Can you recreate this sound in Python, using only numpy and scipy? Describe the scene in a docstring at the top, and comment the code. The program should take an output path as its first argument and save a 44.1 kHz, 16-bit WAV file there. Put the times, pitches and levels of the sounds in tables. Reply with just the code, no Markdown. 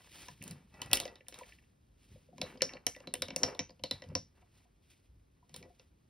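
"""On a workbench, close to a phone in a quiet small room, a heavy steel padlock is held in a vice.
A key slides in and turns with a snap, a hand rocks the shackle against its stops, then the key is drawn out.
Each knock is a burst of contact noise that excites decaying modes of lock and key and thumps the vice.
Skin and sleeve rustle as shaped noise, scraping drives the metal with stick-slip ticks, and shifts of
weight jolt the bench; a short echo and low room air surround them."""
import sys
import numpy as np
from scipy import signal
from scipy.fft import rfft, irfft, next_fast_len
from scipy.io import wavfile
from scipy.ndimage import uniform_filter1d

SR = 44100
rng = np.random.default_rng(int(sys.argv[2]) if len(sys.argv) > 2 else 0)


def linear_from_db(decibels):
    """Turn decibels (scalar or array-like) into linear amplitude factors; 0 gives 1."""
    return 10 ** (np.asarray(decibels, float) / 20)


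def transcribe(u):
    """Save the signal u as a 16-bit wav file named by the first command-line argument.

    u: samples, shape (n,) or (channels, n), limited to [-1, 1]; the rate is SR.
    q: integer samples, one column per channel.
    """
    v = np.clip(np.atleast_2d(u).T, -1, 1)
    q = np.round(v * 32767).astype(np.int16)
    wavfile.write(sys.argv[1], SR, q)


N = 268657

# Modes of lock body and shackle. Each row: frequency in Hz, relative level in dB, undamped T60 in seconds.
LOCK_MODES = [(1770, -7, 0.09), (1980, -1, 0.04), (2328, 10.5, 0.014), (2741, 7.5, 0.022),
              (3050, 12.5, 0.01), (3773, 5, 0.013), (4030, -6, 0.13), (4340, 0, 0.02), (4970, -10, 0.05),
              (5350, -14, 0.09), (5600, -5, 0.14), (5660, 0, 0.03)]
# Modes of the key's blade and bow. Each row: frequency in Hz, relative level in dB, T60 in seconds.
BLADE_MODES = [(942, -8, .04), (1430, -6, .09), (1965, -2, .1), (2620, 5, .1), (3370, -8, .03),
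               (5340, -3, .12)]
# Modes of vice and bench top. Each row: frequency in Hz, relative level in dB, undamped T60 in seconds.
VICE_MODES = [(95, -10, 0.15), (160, -10.5, 0.13), (207, -12, 0.11), (272.3, 0, 0.046), (452.4, -11, .04),
              (518.9, -1, 0.075), (559, -6, 0.056), (714, -9, 0.075), (974, -7, 0.034)]
# Spectrum of the contact crack. Each row: frequency in Hz, gain in dB.
CRACK_SPECTRUM = [(600, 2), (1500, -30), (3000, -1), (6000, 5), (10000, 5), (15800, -6.5), (17500, -27)]
# Spectrum of skin and sleeve. Each row: frequency in Hz, gain in dB.
RUSTLE_SPECTRUM = [(300, 5.5), (900, -11), (2500, 5.5), (5000, 1), (9000, -1.5), (13500, -9), (15700, -8.5),
                   (16400, -26)]
# Spectrum of the room air. Each row: frequency in Hz, gain in dB.
AIR_SPECTRUM = [(25, -13.5), (50, -1.5), (120, -9), (300, -18), (700, -32), (2500, -40), (12000, -46),
                (16500, -52)]
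# Share of echo and air that differs between the ears. Each row: frequency in Hz, gain in dB.
EAR_DIFFERENCE = [(60, -30), (250, -6), (700, 4), (1400, 1.5), (3000, -5.5), (16000, -19)]
# Phase lead of left over right between the two ports. Each row: frequency in Hz, lead in radians.
PORT_PHASE = [(600, 0), (5100, .3), (6600, 2.8), (7900, 3.4), (9500, 5.9), (11500, 6.7), (12700, 9.0),
              (14300, 9.9), (15200, 12.3)]
# Lean of the near sound to the left. Each row: frequency in Hz, gain in dB.
LEFT_LEAN = [(350, -36), (650, -13), (1100, -36)]
# Key against keyway and levers. Each row: start in seconds, level in dB, pitch the contact favours in Hz,
# treble gain in dB.
KEY_KNOCKS = [(0.284, -42, 1770, -13.5), (0.4245, -46.5, 3060, 1), (0.4385, -49, 2800, 4),
              (0.478, -45.5, 6800, 3), (0.5102, -44, 4560, 4.5), (0.86, -55.5, 5000, 6),
              (0.741, -59, 1480, -38), (0.8172, -33, 3160, -7.5), (0.914, -35, 2940, -6),
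              (0.9315, -16, 3605, 1.5), (0.9547, -32, 5600, 5), (0.971, -28.5, 3062, -7),
              (1.0005, -29, 3630, -0.5), (1.034, -46.5, 3400, -9), (1.078, -44.5, 2020, -30.5),
              (1.0535, -39.5, 2150, -14), (1.156, -47, 3750, -16), (1.2835, -44.5, 3800, 5),
              (1.324, -46, 2120, -22.5), (1.342, -44, 3630, -6), (1.3875, -49, 7000, -0.5),
              (5.494, -60.5, 3207, -5.5), (5.5418, -41, 3510, -5), (5.5622, -45.5, 3130, 2),
              (5.627, -48, 2130, -21.5), (5.796, -51.5, 3400, -20)]
# Shackle against its stops. Each row: start in seconds, level in dB, pitch the contact favours in Hz,
# treble gain in dB.
SHACKLE_KNOCKS = [(2.381, -44.5, 2460, -11), (2.415, -25.5, 3970, -10), (2.5735, -50.5, 4900, -22),
                  (2.6198, -14.5, 5580, -8.5), (2.7352, -42, 4400, -20), (2.8663, -20.5, 5920, 3.5),
                  (2.963, -45, 1980, -13), (3.003, -49, 2720, -12), (3.153, -38, 3000, -7),
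                  (3.694, -50, 3310, -29), (4.039, -48.5, 2920, -35), (4.088, -60, 5100, -1),
                  (3.0725, -37.5, 4060, -14), (3.139, -29, 3513, 7.5), (3.2207, -23.5, 3860, -2.5),
                  (3.2837, -36.5, 3370, -16.5), (3.3046, -35, 2200, -33), (3.3613, -24.5, 5930, 1),
                  (3.4328, -15.5, 5540, -9), (3.5488, -44, 3580, -9), (3.592, -23, 5950, -17),
                  (3.705, -53, 4810, -10.5), (3.795, -56, 2890, -53), (3.8373, -25.5, 4240, -10),
                  (3.9108, -23, 3944, -6.5), (4.0205, -42, 1880, -20), (4.1518, -20.5, 5620, -14.5)]
# Levers and loose parts ticking lightly. Each row: start in seconds, level in dB.
LEVER_TICKS = [(0.416, -42.5), (1.206, -50), (1.266, -56.5), (1.432, -45), (1.521, -46.5), (1.585, -54),
               (1.637, -63.5), (2.5, -50.5), (2.607, -35), (2.691, -38.5), (2.768, -43.5), (2.948, -43.5),
               (3.483, -45)]
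# Soft nudges of the hand on the vice. Each row: start in seconds, level in dB, pitch the contact favours in Hz.
VICE_NUDGES = [(.284, -45, 946), (.818, -43, 955), (1.055, -35, 620), (1.207, -55, 438), (1.324, -58, 435),
               (1.41, -43.5, 926), (1.418, -45.5, 522), (2.158, -53, 546), (2.288, -55.5, 520),
               (2.328, -54, 707), (2.436, -38.5, 530), (2.753, -44.5, 530), (2.964, -45, 530),
               (3.486, -35.5, 527), (4.117, -46.5, 431), (4.425, -61.5, 820), (4.653, -66, 800.5),
               (5.427, -60.5, 902), (5.545, -58.5, 931), (5.701, -57, 720), (5.797, -56, 414)]
# Hand movements. Each row: start in seconds, length in seconds, skin and sleeve rustle in dB,
# scraping in the lock in dB.
HAND_MOVES = [(-0.005, 0.073, -68, -70), (0.143, 0.13, -57.5, -65.5), (0.454, 0.062, -65, -62.5),
              (0.742, 0.13, -73.5, -63), (0.929, 0.13, -63.5, -62.5), (1.358, 0.045, -63.5, -61),
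              (1.505, 0.021, -67, -77.5), (2.036, 0.15, -73.5, -86), (2.43, 0.07, -64, -56.5),
              (2.704, 0.024, -77.5, -59.5), (2.995, 0.013, -77.5, -61.5), (3.265, 0.21, -90, -65.5),
              (3.442, 0.027, -64, -52), (3.957, 0.15, -80.5, -69), (4.373, 0.043, -84, -71.5),
              (4.557, 0.021, -73.5, -80), (4.906, 0.014, -70, -100), (5.561, 0.027, -66.5, -74.5),
              (5.79, 0.029, -79.5, -83)]
# Weight put on the vice. Each row: start in seconds, length in seconds, level in dB,
# pitch the bench favours in Hz.
WEIGHT_SHIFTS = [(0.292, 0.012, -60, 114), (0.469, 0.061, -54, 160), (0.756, 0.26, -63, 114),
                 (1.01, 0.013, -55.5, 533), (1.048, 0.0032, -52, 540), (2.133, 0.019, -61, 109.8),
                 (2.352, 0.11, -61, 200.5), (2.49, 0.28, -61, 238), (3.082, 0.36, -61, 240),
                 (3.438, 0.038, -48.5, 530), (3.82, 0.12, -64.5, 109.5), (4.092, 0.056, -55.5, 122),
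                 (5.126, 0.048, -65.5, 54.2), (5.534, 0.062, -65.5, 132), (5.633, 0.023, -66, 415)]

TURN_START_S, TURN_END_S = 0.7, 1.2
RISE_DB_PER_S, FALL_DB_PER_S = 273.5, 165
GRIP_DB_PER_S = 701.5  # metal catches on metal more suddenly
STILL_RUSTLE_DB, STILL_SCRAPE_DB = -87, -95.5
ROOM_T60_S, ROOM_DB = 0.11, -14
AIR_DB = -68


def curve(table, hz):
    """Interpolation of (Hz, value) points along a logarithmic frequency axis."""
    points_hz, values = np.transpose(table)
    return np.interp(np.log(hz + 1), np.log(points_hz + 1), values)


def colour(x, table):
    """Linear filtering: multiplies the spectrum by a (Hz, dB) gain curve."""
    length = x.shape[-1]
    size = next_fast_len(length + 2048)
    gain = linear_from_db(curve(table, np.fft.rfftfreq(size, 1 / SR)))
    return irfft(rfft(x, size) * gain, size)[..., :length]


def unit(x):
    """Normalisation to an rms of 1."""
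    return x / np.sqrt(np.mean(x ** 2))


def time_axis(seconds):
    """Sampling: the instants of a response of the given length, in seconds."""
    return np.arange(int(seconds * SR)) / SR


def walk(rate):
    """Slow random modulation: rate levels a second joined by straight slews, with an rms of 1."""
    k = int(SR / rate)
    steps = np.repeat(rng.standard_normal(N // k + 1), k)
    return unit(uniform_filter1d(steps, k)[:N])


def rings(modes, t):
    """Modal superposition: one exponentially decaying phasor for each mode."""
    hz, db, t60 = np.transpose(modes)[:, :, None]
    return linear_from_db(db) * np.exp((2j * np.pi * hz - np.log(1000) / t60) * t)


def place(out, start_s, event):
    """Superposition: adds an event to the sum at its start."""
    i = int(start_s * SR)
    out[i:i + len(event)] += event


def near_pitch(mode_hz, hz, octaves):
    """Selective excitation: a Gaussian weight on modes close to a pitch."""
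    return np.exp(-0.5 * (np.log2(mode_hz / hz) / octaves) ** 2)


def knocks(table, crack_db, grip, top_db, rattle_db, rattle_s, thump_db, thump_growth, buzz_db, buzz_s, blade_db,
           blow=12.0, focus_db=18, focus_octaves=0.061, chatter_s=0.00067):
    """Impact excitation: contact chatter cracks and rings the metal; the slower push thumps the vice just after."""
    t = time_axis(0.25)
    # fingers on the metal shorten the lock's ring
    lock = rings(LOCK_MODES, t) * np.exp(-grip * t)
    metal_modes = np.vstack([lock, linear_from_db(blade_db) * rings(BLADE_MODES, t)])
    metal_hz = np.vstack([LOCK_MODES, BLADE_MODES])[:, 0]
    vice = rings(VICE_MODES, t)
    vice_hz = np.array(VICE_MODES)[:, :1]
    count = len(metal_modes)
    # loose levers inside keep rattling after the blow
    contact = t / chatter_s * np.exp(1 - t / chatter_s) + linear_from_db(rattle_db) * np.exp(-t / rattle_s)
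    # each vice mode takes a cycle or two to swing up
    vice_onset = 1 - np.exp(-(t * vice_hz / 1.5) ** 2)
    out = np.zeros(N + len(t))
    for start_s, level_db, focus_hz, treble_db in table:
        chance = rng.standard_normal((2, count + len(vice)))
        share = linear_from_db(3.0 * chance[0]) * np.exp(0.6j * chance[1])
        chatter = rng.standard_normal(len(t)) * contact

        # where the blow lands decides which modes take most of it
        aim = linear_from_db(focus_db * near_pitch(metal_hz, focus_hz, focus_octaves))
        response = (share[:count] * aim @ metal_modes).imag
        ring = signal.fftconvolve(response, chatter + blow * (t == 0))[:len(t)]
        ring = ring * (1 - np.exp(-(t / 0.0013) ** 2))

        crack = colour(chatter, CRACK_SPECTRUM)
        crack = signal.lfilter(*signal.iirpeak(focus_hz, 4.0, SR), crack) + linear_from_db(-6.0) * crack
        metal = ring / np.abs(ring).max() + linear_from_db(crack_db) * crack / np.abs(crack).max()

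        # the struck part buzzes on near the favoured pitch; only the small, high parts are free to
        buzz = unit(signal.lfilter(*signal.iirpeak(focus_hz, 22.0, SR), rng.standard_normal(len(t))))
        freedom = 1 / (1 + (3600 / focus_hz) ** 12)
        buzz_shape = np.exp(-t / buzz_s) * (1 - np.exp(-t / chatter_s))
        metal = metal + linear_from_db(buzz_db) * freedom * buzz * buzz_shape
        metal = colour(metal, [(6000, 0.00076), (8500, treble_db), (16000, treble_db + top_db)])

        # the hand detunes and damps the vice differently every time
        detune = 0.12j * vice_hz * chance[1, count:, None]
        thump = vice * vice_onset * np.exp(t * (detune - 22.0 * chance[1, 0] ** 2))
        thump = (share[count:] @ thump).imag * (1 - t / t[-1])
        # the thump grows more slowly than the click as blows get harder
        thump_gain = linear_from_db(thump_db + thump_growth * level_db)
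        place(out, start_s, linear_from_db(level_db) * metal + thump_gain * thump / np.abs(thump).max())
    return out[:N]


def key_knocks():
    """Impact of key on keyway and levers: bright cracks with the blade's modes ringing."""
    return knocks(KEY_KNOCKS, crack_db=9.5, grip=86, top_db=2.0, rattle_db=-14.0, rattle_s=0.021,
                  thump_db=-21.5, thump_growth=0.75, buzz_db=-32.5, buzz_s=0.037, blade_db=-9.5)


def shackle_knocks():
    """Impact of shackle on its stops: the lock's modes dominate and the blade's are weaker."""
    return knocks(SHACKLE_KNOCKS, crack_db=6.0, grip=110.0, top_db=-2.5, rattle_db=-24.0, rattle_s=0.034,
                  thump_db=-17.5, thump_growth=0.66, buzz_db=-19, buzz_s=0.028, blade_db=-25)


def ticks():
    """Contact duration: a light, soft contact sounds only the lower modes of the lock."""
    t = time_axis(0.06)
    lock = rings(LOCK_MODES, t) * (1 - np.exp(-t / 0.0014)) * np.exp(-t / 0.032)
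    out = np.zeros(N + len(t))
    for start_s, level_db in LEVER_TICKS:
        share = linear_from_db(0.79 * rng.standard_normal(len(lock)))
        tick = colour((share @ lock).imag, [(1400, -31.0), (1750, 8.0), (2850, 6), (3300, -8.5)])
        place(out, start_s, linear_from_db(level_db) * tick / np.abs(tick).max())
    return out[:N]


def nudges():
    """Damped resonance: a soft finger sounds the vice modes near its favoured pitch and soon damps them."""
    t = time_axis(0.1)
    vice = rings(VICE_MODES, t).imag * t * np.exp(-t / 0.007)
    vice_hz = np.array(VICE_MODES)[:, 0]
    out = np.zeros(N + len(t))
    for start_s, level_db, hz in VICE_NUDGES:
        tap = near_pitch(vice_hz, hz, 0.2) @ vice
        place(out, start_s, linear_from_db(level_db) * tap / np.abs(tap).max())
    return out[:N]


def swells(starts, lengths, levels_db, rise_db_per_s=RISE_DB_PER_S):
    """Exponential envelopes: each movement swells in, holds for its length and dies away at set rates."""
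    t = np.arange(N) / SR
    total = np.zeros(N)
    for start_s, hold_s, level_db in zip(starts, lengths, levels_db):
        rise_db = rise_db_per_s * np.maximum(start_s - t, 0)
        fall_db = FALL_DB_PER_S * np.maximum(t - start_s - hold_s, 0)
        total += linear_from_db(level_db - rise_db - fall_db)
    return total


def grit(rate, spread_db):
    """Stick-slip friction: randomly scattered ticks of uneven size, about rate a second."""
    happens = rng.random(N) < rate / SR
    size = linear_from_db(spread_db * np.tanh(rng.standard_normal(N)))
    return happens * size * rng.standard_normal(N)


def rustle():
    """Friction noise: the hiss of skin and cloth, with its level fluttering at random."""
    hiss = unit(colour(rng.standard_normal(N), RUSTLE_SPECTRUM))
    return hiss * linear_from_db(1.6 * walk(52) + 1.6 * walk(230))


def scrape():
    """Friction-driven resonance: grit and steady rubbing ring the lock and the key."""
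    t = time_axis(0.3)
    rub = grit(500, 4.3) + linear_from_db(-20.5) * rng.standard_normal(N)
    lock = unit(signal.fftconvolve(rub, rings(LOCK_MODES, t).imag.sum(axis=0))[:N])
    blade = unit(signal.fftconvolve(rub, rings(BLADE_MODES, t).imag.sum(axis=0))[:N])
    # the blade squeaks only while the key is being turned
    clock = np.arange(N) / SR
    turning = (clock > TURN_START_S) & (clock < TURN_END_S)
    rubbed = lock + linear_from_db(1.5) * blade * turning
    rubbed = unit(colour(rubbed, [(1000, 14), (1600, 5.5), (2700, 0.5), (3500, -13)]))
    return rubbed * linear_from_db(3.9 * walk(60))


def hands():
    """Amplitude modulation: each movement raises rustle and scrape above their resting levels."""
    starts, lengths, rustle_db, scrape_db = np.transpose(HAND_MOVES)
    rustle_level = linear_from_db(STILL_RUSTLE_DB) + swells(starts, lengths, rustle_db)
    scrape_level = linear_from_db(STILL_SCRAPE_DB) + swells(starts, lengths, scrape_db, GRIP_DB_PER_S)
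    return rustle() * rustle_level + scrape() * scrape_level


def loads():
    """Forced vibration: each shift of weight jolts the vice and bench, the push strongest near one pitch."""
    t = time_axis(0.3)
    shake = unit(grit(200, 6.7)) + linear_from_db(-0.5) * rng.standard_normal(N)
    shake = shake * linear_from_db(4.4 * walk(28))
    push = np.zeros(N)
    for start_s, hold_s, level_db, hz in WEIGHT_SHIFTS:
        jolt = unit(colour(shake, [(hz / 5, -24), (hz, 0), (hz * 2, -10), (hz * 12, -60)]))
        push += jolt * swells([start_s], [hold_s], [level_db])
    # the bench answers at every pitch, most at its modes
    modes = rings(VICE_MODES, t).imag.sum(axis=0)
    answer = signal.fftconvolve(push, modes / np.abs(rfft(modes)).max())[:N]
    return linear_from_db(1.0) * push + linear_from_db(6.0) * answer


def room_echo(near):
    """Diffuse reverberation: convolution with two independent, exponentially decaying noise tails."""
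    t = time_axis(0.4)
    decay = np.exp(-np.log(1000) * t / ROOM_T60_S) * (t > 0.004)
    tail = rng.standard_normal((2, len(t))) * decay
    coloured = colour(tail, [(150, -0.5), (500, 8.5), (5000, -3.5), (14000, -17.5)])
    tail = coloured / np.sqrt(np.sum(tail[0] ** 2))
    return signal.fftconvolve(near[None], tail, axes=1)[:, :N]


def room_air():
    """Stationary background noise: two independent low rumbles whose level drifts together slowly."""
    noise = unit(colour(rng.standard_normal((2, N)), AIR_SPECTRUM))
    return linear_from_db(AIR_DB + 0.5 * walk(0.79)) * noise


def scene():
    """Sum-and-difference stereo: near sounds and their echo, partly different at each ear, over the air."""
    near = key_knocks() + shackle_knocks() + ticks() + nudges() + hands() + loads()
    echo = room_echo(near)
    air = room_air()
    mid = near + linear_from_db(ROOM_DB) * echo[0] + air[0]
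    # the vice stands to the left, so its low ring leans that way
    side = colour(near, LEFT_LEAN) + colour(linear_from_db(-15) * echo[1] + air[1], EAR_DIFFERENCE)
    return np.array([mid + side, mid - side])


def roll_off(x):
    """The treble ends steeply here."""
    return signal.sosfilt(signal.butter(12, 16860, fs=SR, output="sos"), x)


def record(dry):
    """Band limiting and phase difference: the phone trims bass and top; two ports a little apart turn the treble."""
    bass_cut = signal.butter(6, 42, "highpass", fs=SR, output="sos")
    shaped = signal.sosfilt(bass_cut, dry)
    shaped = colour(shaped, [(12000, 0.0), (13600, 2.0), (15600, -3), (16300, -24)])
    size = next_fast_len(N)
    # each port takes half the phase difference, in opposite directions
    turn = np.exp(0.5j * curve(PORT_PHASE, np.fft.rfftfreq(size, 1 / SR)))
    mix = irfft(rfft(shaped, size) * np.array([turn, turn.conj()]), size)[:, :N]
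    return roll_off(mix)


dry = scene()
out = record(dry)
transcribe(out)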